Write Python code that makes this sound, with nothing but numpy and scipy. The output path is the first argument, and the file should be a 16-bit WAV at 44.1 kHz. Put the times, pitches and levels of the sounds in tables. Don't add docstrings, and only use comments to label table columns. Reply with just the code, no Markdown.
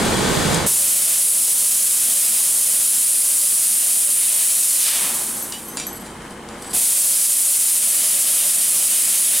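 import sys
import numpy as np
from scipy import signal
from scipy.fft import rfft, irfft, next_fast_len
from scipy.io import wavfile
from scipy.ndimage import uniform_filter1d

SR = 44100
rng = np.random.default_rng(int(sys.argv[2]) if len(sys.argv) > 2 else 0)


def pcm_store(signal):
    levels = np.round(np.clip(np.atleast_2d(signal), -1, 1) * 32767)
    wavfile.write(sys.argv[1], SR, levels.astype(np.int16).T)


N = 414540
TIME = np.arange(N) / SR
FREQS = np.maximum(np.fft.rfftfreq(next_fast_len(N, True), 1 / SR), 1)

# pitch_hz [Hz], side_minus_mid_db [dB]
JET_WIDTH = [(500, -22), (1000, -9.5), (1600, -53), (2700, -34), (4500, -19), (7500, -14), (9500, -17.5),
             (12000, -38), (15000, -68)]
# pitch_hz [Hz], left_minus_right_db [dB]
JET_LEAN = [(600, -0.29), (4500, 0.17), (7000, -1), (10000, 0.056)]
NEAR = (JET_WIDTH, JET_LEAN)
# pitch_hz [Hz], level_db [dB per Hz]
ROLLING = [(1500, -48), (3200, -8), (5500, -5), (7200, -4), (8000, 5), (10000, 2), (12000, -9),
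           (16000, -22)]
# valve_opens_s [s], beam_fires_s [s], beam_stops_s [s], valve_shuts_s [s]
CUTS = [(0.66, 1.15, 3.9, 4.86), (6.728, 6.95, 9.5, 9.9)]


def from_db(db):
    return 10 ** (np.asarray(db) / 20)


def rms_one(x):
    return x / np.sqrt(np.mean(x ** 2) + 1e-20)


def ramp(start_s, length_s):
    return np.clip((TIME - start_s) / length_s, 0, 1)


def swell(middle_s, length_s):
    return np.cos(np.pi * np.clip((TIME - middle_s) / length_s, -0.5, 0.5))


def since(moment_s):
    return np.maximum(TIME - moment_s, 0)


def drift(rate_hz):
    pole = np.exp(-2 * np.pi * rate_hz * 40 / SR)
    steps = rng.standard_normal(N // 40 + 2002)
    smooth = signal.lfilter([1], [1, -2 * pole, pole * pole], steps)
    slow = rms_one(smooth[2000:])
    return np.interp(np.arange(N) / 40, np.arange(len(slow)), slow)


def colour(points):
    pitch_hz, level_db = np.transpose(points)
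    return from_db(np.interp(np.log(FREQS), np.log(pitch_hz), level_db))


def resonances(modes):
    power = 0
    for pitch_hz, width_hz, level_db in modes:
        shape = 1 / np.hypot(1, (FREQS - pitch_hz ** 2 / FREQS) / width_hz)
        power = power + (from_db(level_db) * rms_one(shape)) ** 2
    return np.sqrt(power)


def reflections():
    grid_hz = np.arange(0, SR, 45)
    return rms_one(np.interp(FREQS, grid_hz, rng.standard_normal(len(grid_hz))))


def noise(gain, place):
    width, lean = place
    mid, side = rfft(rng.standard_normal((2, next_fast_len(N, True))))
    side = side * colour(width)
    tilt = np.sqrt(colour(lean))
    left_right = np.array([(mid + side) * tilt, (mid - side) / tilt])
    return irfft(left_right * gain)[:, :N]


def hiss(spectrum, place, ripple_db=1.5):
    return noise(rms_one(colour(spectrum) * from_db(ripple_db * reflections())), place)


def factory():
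    # pitch_hz [Hz], side_minus_mid_db [dB]
    hall_width = [(100, -44), (200, -31), (400, -12.5), (700, -14.5), (1000, -5), (2000, -16.5), (5000, -1),
                  (10000, -20)]
    air_width = [(70, -24), (150, -2), (350, -2.5), (1000, -1), (2000, -6.5), (6000, -9), (10000, -13),
                 (13000, -38)]
    # pitch_hz [Hz], left_minus_right_db [dB]
    hall_lean = [(500, 0.016), (1200, 0.98), (4000, 1), (7000, 0)]
    air_lean = [(80, -6.5), (500, -3), (1200, 1), (4200, 1.7), (9000, -0.5)]
    # pitch_hz [Hz], level_db [dB per Hz]
    hall_spectrum = [(20, -13), (50, -10.5), (100, -11), (140, -3.5), (210, 2), (300, -2), (480, -2.5),
                     (750, -3.5), (1200, -6), (1700, -9), (2600, -16.5), (5000, -24.5), (9000, -19.5),
                     (16000, -42)]
    air_spectrum = [(30, -1.5), (70, 8.5), (150, 9.5), (480, 11.5), (800, 3), (1800, 2.5), (2800, -1),
                    (3900, 2), (5300, -1.5), (7500, 0), (9000, 0), (11000, -7.5), (13500, -14),
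                    (16000, -21)]
    # pitch_hz [Hz], width_hz [Hz], level_db [dB]
    hall_drones = [(78.6, 5, -59), (141, 29, -49.5), (201, 11, -48), (263, 19, -49), (383, 29, -47.5),
                   (523, 10, -55), (818, 13, -60), (3070, 110, -52)]
    # pitch_hz [Hz], level_db [dB]
    motor_lines = [(47.7, -54), (228.3, -47), (343, -48.5), (476.4, -50), (719.3, -62), (939, -57),
                   (1043.6, -54.5)]
    # middle_s [s], length_s [s], level_db [dB]
    slide_runs = [(5.9, 0.73, -40.5), (6.302, 0.2, -49.0), (6.695, 0.27, -37.0)]

    far = (hall_width, hall_lean)
    roar = hiss(hall_spectrum, far) * from_db(-34.5 + 1.1 * drift(8.4))
    drones = noise(resonances(hall_drones), far)
    motors = 0
    for pitch_hz, level_db in motor_lines:
        level = np.sqrt(2) * from_db(level_db + 2.0 * drift(1.0))
        motors = motors + level * np.sin(2 * np.pi * pitch_hz * TIME + drift(1))

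    air_shuts_s, grows_db_per_s, falls_db_per_s = 0.56, 3.5, 56
    air_db = -32.5 + grows_db_per_s * np.minimum(TIME, air_shuts_s) - falls_db_per_s * since(air_shuts_s)
    air = hiss(air_spectrum, (air_width, air_lean), ripple_db=2.5) * from_db(air_db)

    running = sum(from_db(level_db) * swell(middle_s, length_s) for middle_s, length_s, level_db in slide_runs)
    rattle = from_db(3.5 * drift(34))
    slides = hiss(ROLLING, NEAR, ripple_db=5.0) * running * rattle
    return roar + motors + drones + air + slides


def squeals(table, wander_hz):
    wander = wander_hz * drift(62)
    total = 0
    for middle_s, length_s, pitch_hz, level_db in table:
        tone = np.sin(2 * np.pi * np.cumsum(pitch_hz + wander) / SR)
        total = total + np.sqrt(2) * from_db(level_db) * swell(middle_s, length_s) * tone
    return total


def drives():
    # middle_s [s], length_s [s], pitch_hz [Hz], level_db [dB]
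    squeal_tones = [(5.548, 0.079, 2950, -33), (5.72, 0.13, 6230, -43), (6.2, 0.6, 3130, -56),
                    (6.68, 0.13, 8000, -39), (6.69, .1, 10800, -48)]
    # middle_s [s], length_s [s], pitch_hz [Hz], level_db [dB]
    hum_tones = [(.8, 1.3, 138.7, -43.5), (2.0, 7.5, 80.9, -50), (6.2, 2.6, 80.7, -53.5),
                 (5.95, 1.5, 192.8, -47), (6.78, 0.15, 730, -39), (9.0, 1.8, 200.3, -45)]
    return squeals(squeal_tones, wander_hz=27.2) + squeals(hum_tones, wander_hz=8.1)


def pings():
    # start_s [s], level_db [dB]
    touches = [(5.360, -22), (5.425, -18), (5.655, -32), (5.685, -25), (5.8676, -18.5), (5.929, -27),
               (5.955, -30), (5.964, -37), (6.009, -35)]
    # pitch_hz [Hz], relative_db [dB], time_to_fall_60_db_s [s]
    steel_modes = [(6250, -13, 0.26), (7800, -11, 0.2), (11470, 0.5, 0.09), (11560, -11, 0.16),
                   (13200, -24, .17), (14520, -17, 0.2), (14680, -24, .2)]
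    start_s, level_db = np.transpose(touches)
    at = (start_s * SR).astype(int)
    ringing, clicks = np.zeros(N), np.zeros(N)
    for pitch_hz, relative_db, fall_s in steel_modes:
        scatter_db = 1.0 * rng.standard_normal(len(at))
        clicks[at] = from_db(level_db + relative_db + scatter_db)
        pole = np.exp(-np.log(1000) / (fall_s * SR))
        angle = 2 * np.pi * pitch_hz / SR
        feedback = [1, -2 * pole * np.cos(angle), pole * pole]
        ringing += signal.lfilter([0, np.sin(angle)], feedback, clicks + 1e-18)
    clicks[at] = from_db(level_db - 10)
    tick_s = 0.0033
    ticks = signal.lfilter([1], [1, -np.exp(-1 / (tick_s * SR))], clicks + 1e-18)
    return ringing + ticks * hiss(ROLLING, NEAR)


def knocks():
    # start_s [s], crack_db [dB], rattling_tail_db [dB]
    knock_times = [(0.545, -24.5, -46), (5.523, -17.5, -27), (5.771, -12.5, -21), (5.799, -17, -35),
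                   (6.049, -58, -36), (6.220, -35, -53), (6.308, -36, -47), (6.488, -30, -40),
                   (6.623, -30, -44), (6.645, -31, -45), (6.733, -21, -36)]
    # pitch_hz [Hz], level_db [dB per Hz]
    crack_spectrum = [(800, -2), (2000, -1), (2600, -6), (4200, 2), (4900, 5), (5600, -3), (7000, 6),
                      (9000, -1), (10500, 2), (12000, -38), (16000, -36)]
    # pitch_hz [Hz], width_hz [Hz], relative_db [dB]
    jaw_modes = [(2360, 40, -6), (2670, 23, -7), (3200, 120, -5), (3720, 110, -5), (4020, 85, -7),
                 (4740, 55, -3.5), (5740, 110, -4.5), (7070, 210, -1), (7450, 200, -5), (8100, 80, -7),
                 (8500, 150, -17), (8960, 80, -2), (10300, 200, -8)]
    crack_fall_s, tail_fall_s = 0.021, 0.32
    build_s = 0.008
    crack, tail = np.zeros((2, N))
    for start_s, crack_db, tail_db in knock_times:
        at = int(start_s * SR)
        age = TIME[:min(SR, N - at)]
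        here = slice(at, at + len(age))
        crack[here] += from_db(crack_db - 60 * age / crack_fall_s)
        tail[here] += from_db(tail_db - 60 * age / tail_fall_s) * (1 - np.exp(-age / build_s))
    rattle = noise(rms_one(resonances(jaw_modes)), NEAR) * from_db(0.5 * drift(60))
    return crack * hiss(crack_spectrum, NEAR) + tail * rattle


def gas_flow():
    valve_s, fill_s = 0.014, 0.062
    bleed_db_per_s, empty_db_per_s = 35, 45.0
    empty_s = 0.89
    flow = 0
    for opens_s, _, _, shuts_s in CUTS:
        filling_db = -18 * np.exp(-since(opens_s) / fill_s)
        bleeding_db = bleed_db_per_s * since(shuts_s) + empty_db_per_s * since(shuts_s + empty_s)
        flow = flow + ramp(opens_s, valve_s) * from_db(-4.5 + filling_db - bleeding_db)
    return flow


def gap_whoosh():
    # pitch_hz [Hz], width_hz [Hz], level_db [dB before gas flow]
    splash_modes = [(920, 580, -18)]
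    lift_s, fade_s, splash_delay_s = 4.63, 0.15, 0.23
    start_s, lowered_s = lift_s - fade_s, CUTS[1][0]
    first_hz, last_hz, sink_s = 11100, 600, 0.22
    centre_hz = last_hz + (first_hz - last_hz) * np.exp(-since(lift_s) / sink_s)
    bore_hz, bore_octaves, bore_boost_db = 4200, 0.84, 13
    octaves_away = np.log2(centre_hz / bore_hz)
    level_db = -16.5 + bore_boost_db * np.exp(-(octaves_away / bore_octaves) ** 2)

    relative_width = 0.92
    source, whoosh, state = noise(0.62, NEAR), np.zeros((2, N)), np.zeros((2, 2))
    for i in range(int(start_s * SR), int(lowered_s * SR), 128):
        block = slice(i, i + 128)
        angle = 2 * np.pi * centre_hz[i] / SR
        damping = np.sin(angle) * relative_width / 2
        feed = np.sqrt(damping * (1 + damping)) * np.array([1, 0, -1])
        feedback = [1 + damping, -2 * np.cos(angle), 1 - damping]
        whoosh[:, block], state = signal.lfilter(feed, feedback, source[:, block], zi=state)
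    splash = noise(resonances(splash_modes), NEAR) * ramp(lift_s + splash_delay_s, fade_s)
    return whoosh * from_db(level_db) * ramp(start_s, fade_s) + splash * (TIME < lowered_s)


def beam_whine():
    harmonics_db = [-28.0, -19.0, -29.5]
    # middle_s [s], length_s [s], rise_db [dB]
    flares = [(2.99, 0.6, 8.0), (7.85, 0.33, 3), (9.3, 0.33, 14)]
    pulse_hz, fade_s = 5000, 0.13
    firing = sum(ramp(fires_s, fade_s) - ramp(stops_s, fade_s) for _, fires_s, stops_s, _ in CUTS)
    flare_db = sum(rise_db * swell(middle_s, length_s) for middle_s, length_s, rise_db in flares)
    whine = 0
    for number, level_db in enumerate(harmonics_db, start=1):
        if number == 2:
            level_db = level_db + flare_db
        phase = 2 * np.pi * number * pulse_hz * TIME + 0.4 * drift(16)
        whine = whine + from_db(level_db + 3.5 * drift(9.9)) * np.sin(phase)
    return np.sqrt(2) * whine * firing


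def cutting_jet():
    # pitch_hz [Hz], level_db [dB per Hz]
    nozzle_spectrum = [(400, -36), (1000, -24), (1800, -21), (3000, -16), (4500, -12), (6000, -9.5),
                       (7200, -4.5), (8600, 0), (10700, 0), (11800, -6), (13000, -6.5), (14500, -10.5),
                       (15700, -16)]
    rush_spectrum = [(600, -25), (1200, -17.5), (2000, -5.5), (2900, -1), (3700, -3), (5000, -6.5),
                     (7000, -5), (10000, -10)]
    # pitch_hz [Hz], width_hz [Hz], relative_db [dB]
    tube_modes = [(569.5, 11.6, -33.5), (679, 38, -35), (1250, 200, -34.5), (1370, 50, -48),
                  (3130, 230, -26.5)]
    # time_s [s], against_usual_db [dB]
    first_kerf = [(0.7, -2.5), (1.1, 2.5), (1.3, -0.5), (1.7, -5), (2.15, 3.5), (3.3, -4), (4.4, 4),
                  (4.72, -7.0), (5.6, 8)]
    second_kerf = [(6.75, 2.5), (6.95, -1.5), (7.7, -2.5), (8.0, 6), (8.7, 2.5), (9.2, 6.5)]
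    # middle_s [s], length_s [s], rise_db [dB]
    slot_swells = [(1.3, 0.33, 7.5), (3.3, 0.99, 5.5), (4.105, 0.96, 6.5), (7.7, 0.77, 4.5)]
    # middle_s [s], length_s [s], rise_db [dB]
    lift_rush = (4.98, 0.52, 10.2)

    kerf_s, kerf_db = np.transpose(first_kerf + second_kerf)
    lift_middle_s, lift_length_s, lift_rise_db = lift_rush
    through_db = np.interp(TIME, kerf_s, kerf_db) + lift_rise_db * swell(lift_middle_s, lift_length_s)
    caught_db = sum(rise_db * swell(middle_s, length_s) for middle_s, length_s, rise_db in slot_swells)

    nozzle_db = 1.0 * drift(26) + 0.23 * drift(2.1) - 0.1 * caught_db
    nozzle = hiss(nozzle_spectrum, NEAR) * from_db(nozzle_db)
    slot_band = rms_one(resonances([(9450, 2250, 0)]) ** 2)
    slot = noise(slot_band, NEAR) * from_db(-8 + caught_db + 2.0 * drift(19))
    surface = (nozzle + slot) * from_db(-0.18 * through_db)

    rush = hiss(rush_spectrum, NEAR, ripple_db=2.3) * from_db(-19.5 + through_db + 2.0 * drift(5.2))
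    tube = noise(resonances(tube_modes), NEAR) * from_db(-1.0 + 0.35 * through_db + 0.5 * drift(0.67))
    whoosh = gap_whoosh() * from_db(1.0 * drift(22))
    return gas_flow() * (surface + rush + tube + whoosh + beam_whine())


def scene():
    return factory() + drives() + pings() + knocks() + cutting_jet()


def gain_control(x):
    target_db, boost_db, held_db = -16.5, 10.5, -3.5
    attack_s, release_s, creep_db_per_s = 0.0027, 0.2, 2.0
    size = 64
    step_s = size / SR
    power = uniform_filter1d(np.mean(x, axis=0) ** 2, size=512)[::size]
    gain_db, track = boost_db, []
    for allowed_db in np.minimum(target_db - 10 * np.log10(power + 1e-12), boost_db):
        if allowed_db < gain_db:
            gain_db += (allowed_db - gain_db) * min(step_s / attack_s, 1)
        else:
            gain_db += step_s * (max(held_db - gain_db, 0) / release_s + creep_db_per_s)
        track.append(gain_db)
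    return x * from_db(np.interp(TIME, TIME[::size], track))


def record(dry):
    steep_cut = signal.ellip(12, 0.1, 80, 15800, fs=SR, output="sos")
    return signal.sosfilt(steep_cut, gain_control(dry))


dry = scene()
out = record(dry)
pcm_store(out)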